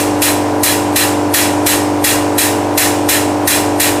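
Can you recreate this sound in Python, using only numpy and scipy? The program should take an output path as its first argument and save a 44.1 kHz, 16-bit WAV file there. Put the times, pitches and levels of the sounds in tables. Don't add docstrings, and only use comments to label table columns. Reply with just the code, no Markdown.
import sys
import numpy as np
from scipy import signal
from scipy.fft import rfft, irfft
from scipy.io import wavfile
from scipy.ndimage import uniform_filter1d

SR = 44100
rng = np.random.default_rng(int(sys.argv[2]) if len(sys.argv) > 2 else 0)


def int16_out(signal):
    q = np.round(np.clip(np.atleast_2d(signal).T, -1, 1) * 32767)
    wavfile.write(sys.argv[1], SR, q.astype(np.int16))


N = 176400
TIME = np.arange(N) / SR
FREQS = np.maximum(np.arange(N // 2 + 1) * SR / N, 1)

# multiple of the cycle rate, level/dB
ENGINE_PARTIALS = [(2, -50), (4, -26.7), (8, -36), (9, -41), (10, -38), (11, -34), (12, -17.3), (13, -41),
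                   (14, -25), (16, -30), (18, -26), (20, -34), (22, -29), (23, -29), (24, -40), (25, -29),
                   (26, -36), (27, -41), (28, -33), (29, -29), (30, -41), (31, -28), (32, -34), (33, -39),
                   (34, -29), (35, -41), (36, -42), (37, -32.5), (38, -39), (39, -32), (40, -31), (41, -41),
                   (42, -36), (43, -35), (45, -42), (47, -43), (48, -41)]
# f/Hz, level/dB
BED_SPECTRUM = [(20, -28), (40, -31), (65, -11), (100, -8), (160, -3), (300, 8), (600, 3.5), (1000, -2),
                (1400, -1), (2300, -8.5), (3500, -14.5), (6500, -16), (8400, -20), (10000, -21),
                (15000, -29)]
# t/s, level/dB, brightness/(dB/octave), ring level/dB, ring delay/s
STROKES = [(-.095, 1, 0, -21, 0.033), (0.217, 0, 0, -16, .062), (0.631, 2, 0, -15.5, 0.054),
           (.957, 1.5, -0.5, -17.5, .06), (1.337, 3, -1, -17.5, 0.05), (1.661, 1, -0.5, -18, 0.056),
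           (2.039, 2, -0.5, -16.5, 0.049), (2.379, 1, 0, -18, 0.04), (2.774, 2.5, -1, -19, 0.052),
           (3.086, 1, -1, -16.5, 0.062), (3.472, 2.5, 0, -18, .058), (3.797, 1, -0.5, -19, 0.052)]
# f/Hz, width/Hz, level/dB
WHISTLE_PEAKS = [(8720, 240, 3.5), (10200, 680, -10), (11500, 300, -3), (13300, 250, -7)]
# f/Hz, level/dB
JET_SPECTRUM = [(200, -29.5), (600, -6.5), (1300, -7), (1900, -2), (2700, -4), (4700, -5.5), (5900, -3.5),
                (7500, -1.5), (10000, 0), (12800, -6), (13900, -8.5), (15500, -9)]
# f/Hz, width/Hz, level/dB, level/dB
SPIT_PEAKS = [(8400, 380, -14, -1), (10280, 1100, -1, -11), (11590, 540, -2, 2.5), (13040, 2100, 3, 1)]
# f/Hz, width/Hz, level/dB, level/dB
MUFFLER_EQ = [(1870, 180, 7, 7), (2390, 67, 1.5, 6.5), (2680, 40, 11, 10), (3160, 200, -12, -3.5),
              (3360, 120, 8.5, 6), (3620, 160, -3.5, -0.5), (3970, 330, 6, 7), (5080, 230, 1.5, 2.5),
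              (5850, 200, -4, -5), (8300, 400, 0, 1)]
# f/Hz, width/Hz, level/dB, level/dB
MUFFLER_RINGS = [(1300, 74, -11, -6), (1720, 140, -2, -1), (2400, 110, 1, -5), (2650, 80, -13, -3),
                 (3020, 97, -6, -2), (3300, 120, -1, -4.5), (4060, 140, 3, 1.5), (8300, 900, -12, -11)]
# f/Hz, level/dB
REVERB_SPECTRUM = [(300, 9.5), (1500, 9.5), (2200, 8), (2750, 8), (3300, 5), (4500, 2.5), (5300, 5.5),
                   (6200, 4), (7600, 8), (8300, 8.5), (9000, 3), (11500, -3), (15500, -38)]
# f/Hz, width/Hz, boost/dB
PIPE_RINGS = [(2420, 130, 5.5), (2830, 110, 6.5), (5300, 200, 5), (8370, 180, 3.5)]


def from_db(db):
    return 10 ** (np.asarray(db) / 20)


def colour(points):
    hz, db = np.transpose(points)
    return from_db(np.interp(np.log(FREQS), np.log(hz), db))


def bell(hz, width):
    return 1 / (1 + (2 * (FREQS - hz) / width) ** 2)


def noise(gain):
    shaped = irfft(rfft(rng.standard_normal(N)) * gain, N)
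    return shaped / np.sqrt(np.mean(shaped ** 2) + 1e-20)


def resonant_noise(peaks, column=0):
    return noise(sum(from_db(levels[column]) * bell(hz, width) for hz, width, *levels in peaks))


def drift(rate_hz):
    return noise(1 / (1 + (FREQS / rate_hz) ** 2))


def swell(centre_s, length_s):
    return np.exp(-((TIME - centre_s) / length_s) ** 2)


def compressor():
    cycle_hz, jitter_s, flutter_hz, engine_db = 24.704, .00008, 4.8, -.68
    hum_hz, hum_db = 120.1, -36.5
    turns = cycle_hz * (TIME + jitter_s * drift(rate_hz=3.8))
    engine = np.zeros(N)
    for multiple, db in ENGINE_PARTIALS:
        phase = 2 * np.pi * (multiple * turns + rng.random())
        roughness = .02 + .18 * multiple / ENGINE_PARTIALS[-1][0]
        tone = (1 + roughness * drift(flutter_hz)) * np.cos(phase)
        phase_flutter = roughness * drift(flutter_hz) * np.sin(phase)
        engine += from_db(engine_db + db) * (tone + phase_flutter)
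    hum = from_db(hum_db) * np.sin(2 * np.pi * hum_hz * TIME)
    return np.sqrt(2) * (engine + hum)


def noise_bed():
    return from_db(-23.5) * noise(colour(BED_SPECTRUM))


def valve():
    whistle_db, lead_s = -34, .0047
    leak_db, leak_s = -26, .008
    whistling = sum(swell(start - lead_s, length_s=.03) for start, *_ in STROKES)
    leaking = sum(np.exp(-np.abs(TIME - start) / leak_s) for start, *_ in STROKES)
    whistle = from_db(whistle_db) * whistling * resonant_noise(WHISTLE_PEAKS)
    leak = from_db(leak_db) * leaking * noise(colour(JET_SPECTRUM))
    return whistle + leak


def exhaust(chamber):
    attack_s, hold_s, pivot_hz = .0098, .0046, 5000
    jet_db, jet_fall_db_per_s, dulling_db_per_s = -3.5, 157, 4.5
    spit_db, spit_fall_db_per_s = -8, 231
    muffler = from_db(sum(boosts[chamber] * bell(hz, width) for hz, width, *boosts in MUFFLER_EQ))
    jet = rfft(noise(colour(JET_SPECTRUM) * muffler))
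    spit = resonant_noise(SPIT_PEAKS, chamber)
    ring = resonant_noise(MUFFLER_RINGS, chamber)
    ring *= from_db(.5 * drift(rate_hz=130))
    octaves = np.arange(-3, 2.1, .5)
    crossovers = [np.interp(np.log2(FREQS / pivot_hz), octaves, row) for row in np.eye(len(octaves))]
    bands = [irfft(jet * crossover, N) for crossover in crossovers]
    puffs = np.zeros(N)
    for start, db, brightness, ring_db, ring_delay in STROKES[chamber::2]:
        active = (TIME > start) & (TIME < start + .5)
        age = TIME[active] - start
        puff = spit[active] * from_db(spit_db - spit_fall_db_per_s * age)
        puff += ring[active] * from_db(ring_db) * swell(start + ring_delay, length_s=.026)[active]
        for octave, band in zip(octaves, bands):
            fade_db = (jet_fall_db_per_s + dulling_db_per_s * octave) * np.maximum(age - hold_s, 0)
            puff += band[active] * from_db(jet_db + brightness * octave - fade_db)
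        attack = np.minimum(age / attack_s, 1)
        puffs[active] += from_db(db) * attack * puff
    return puffs


def diaphragm():
    thump_hz = 64
    thumps = np.zeros(N)
    for start, *_ in STROKES:
        for delay_s, db in (.008, -26), (.08, -36):
            tone = np.sin(2 * np.pi * (thump_hz * TIME + rng.random()))
            thumps += from_db(db) * swell(start + delay_s, length_s=.013) * tone
    return thumps


def workshop():
    reverb_db, bloom_s, fall_db_per_s = -16, .035, 68.5
    power = np.zeros(N)
    for start, db, *_ in STROKES:
        age = np.maximum(TIME - start, 0)
        bloom = np.minimum(age / bloom_s, 1)
        power += (bloom * from_db(db - fall_db_per_s * age)) ** 2
    metal = from_db(sum(db * bell(hz, width) for hz, width, db in PIPE_RINGS))
    return from_db(reverb_db) * np.sqrt(power) * noise(colour(REVERB_SPECTRUM) * metal)


def scene():
    backdrop = compressor() + noise_bed()
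    pump = valve() + exhaust(chamber=0) + exhaust(chamber=1) + diaphragm()
    mono = backdrop + pump + workshop()
    return np.stack([mono, mono])


def record(dry):
    threshold_db, release_db_per_s = -10.5, 206
    window_s, lookahead_s, smooth_s = .01, .004, .0015
    low_cut_hz, high_cut_hz = 45.4, 15550
    power = uniform_filter1d(dry[0] ** 2, int(window_s * SR))
    level_db = 10 * np.log10(np.maximum(power, 1e-12))
    over_db = np.maximum(level_db - threshold_db, 0)
    release_ramp = release_db_per_s * TIME
    held_db = np.maximum.accumulate(over_db + release_ramp) - release_ramp
    pole = np.exp(-1 / (smooth_s * SR))
    smooth_db = signal.lfilter([1 - pole], [1, -pole], held_db)
    duck_db = np.interp(TIME + lookahead_s - window_s / 2, TIME, smooth_db)
    limited = np.clip(dry * from_db(-duck_db), -1, 1)
    low_cut = signal.butter(8, low_cut_hz, "high", fs=SR, output="sos")
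    high_cut = signal.ellip(16, .1, 80, high_cut_hz, fs=SR, output="sos")
    return signal.sosfilt(high_cut, signal.sosfilt(low_cut, limited))


dry = scene()
out = record(dry)
int16_out(out)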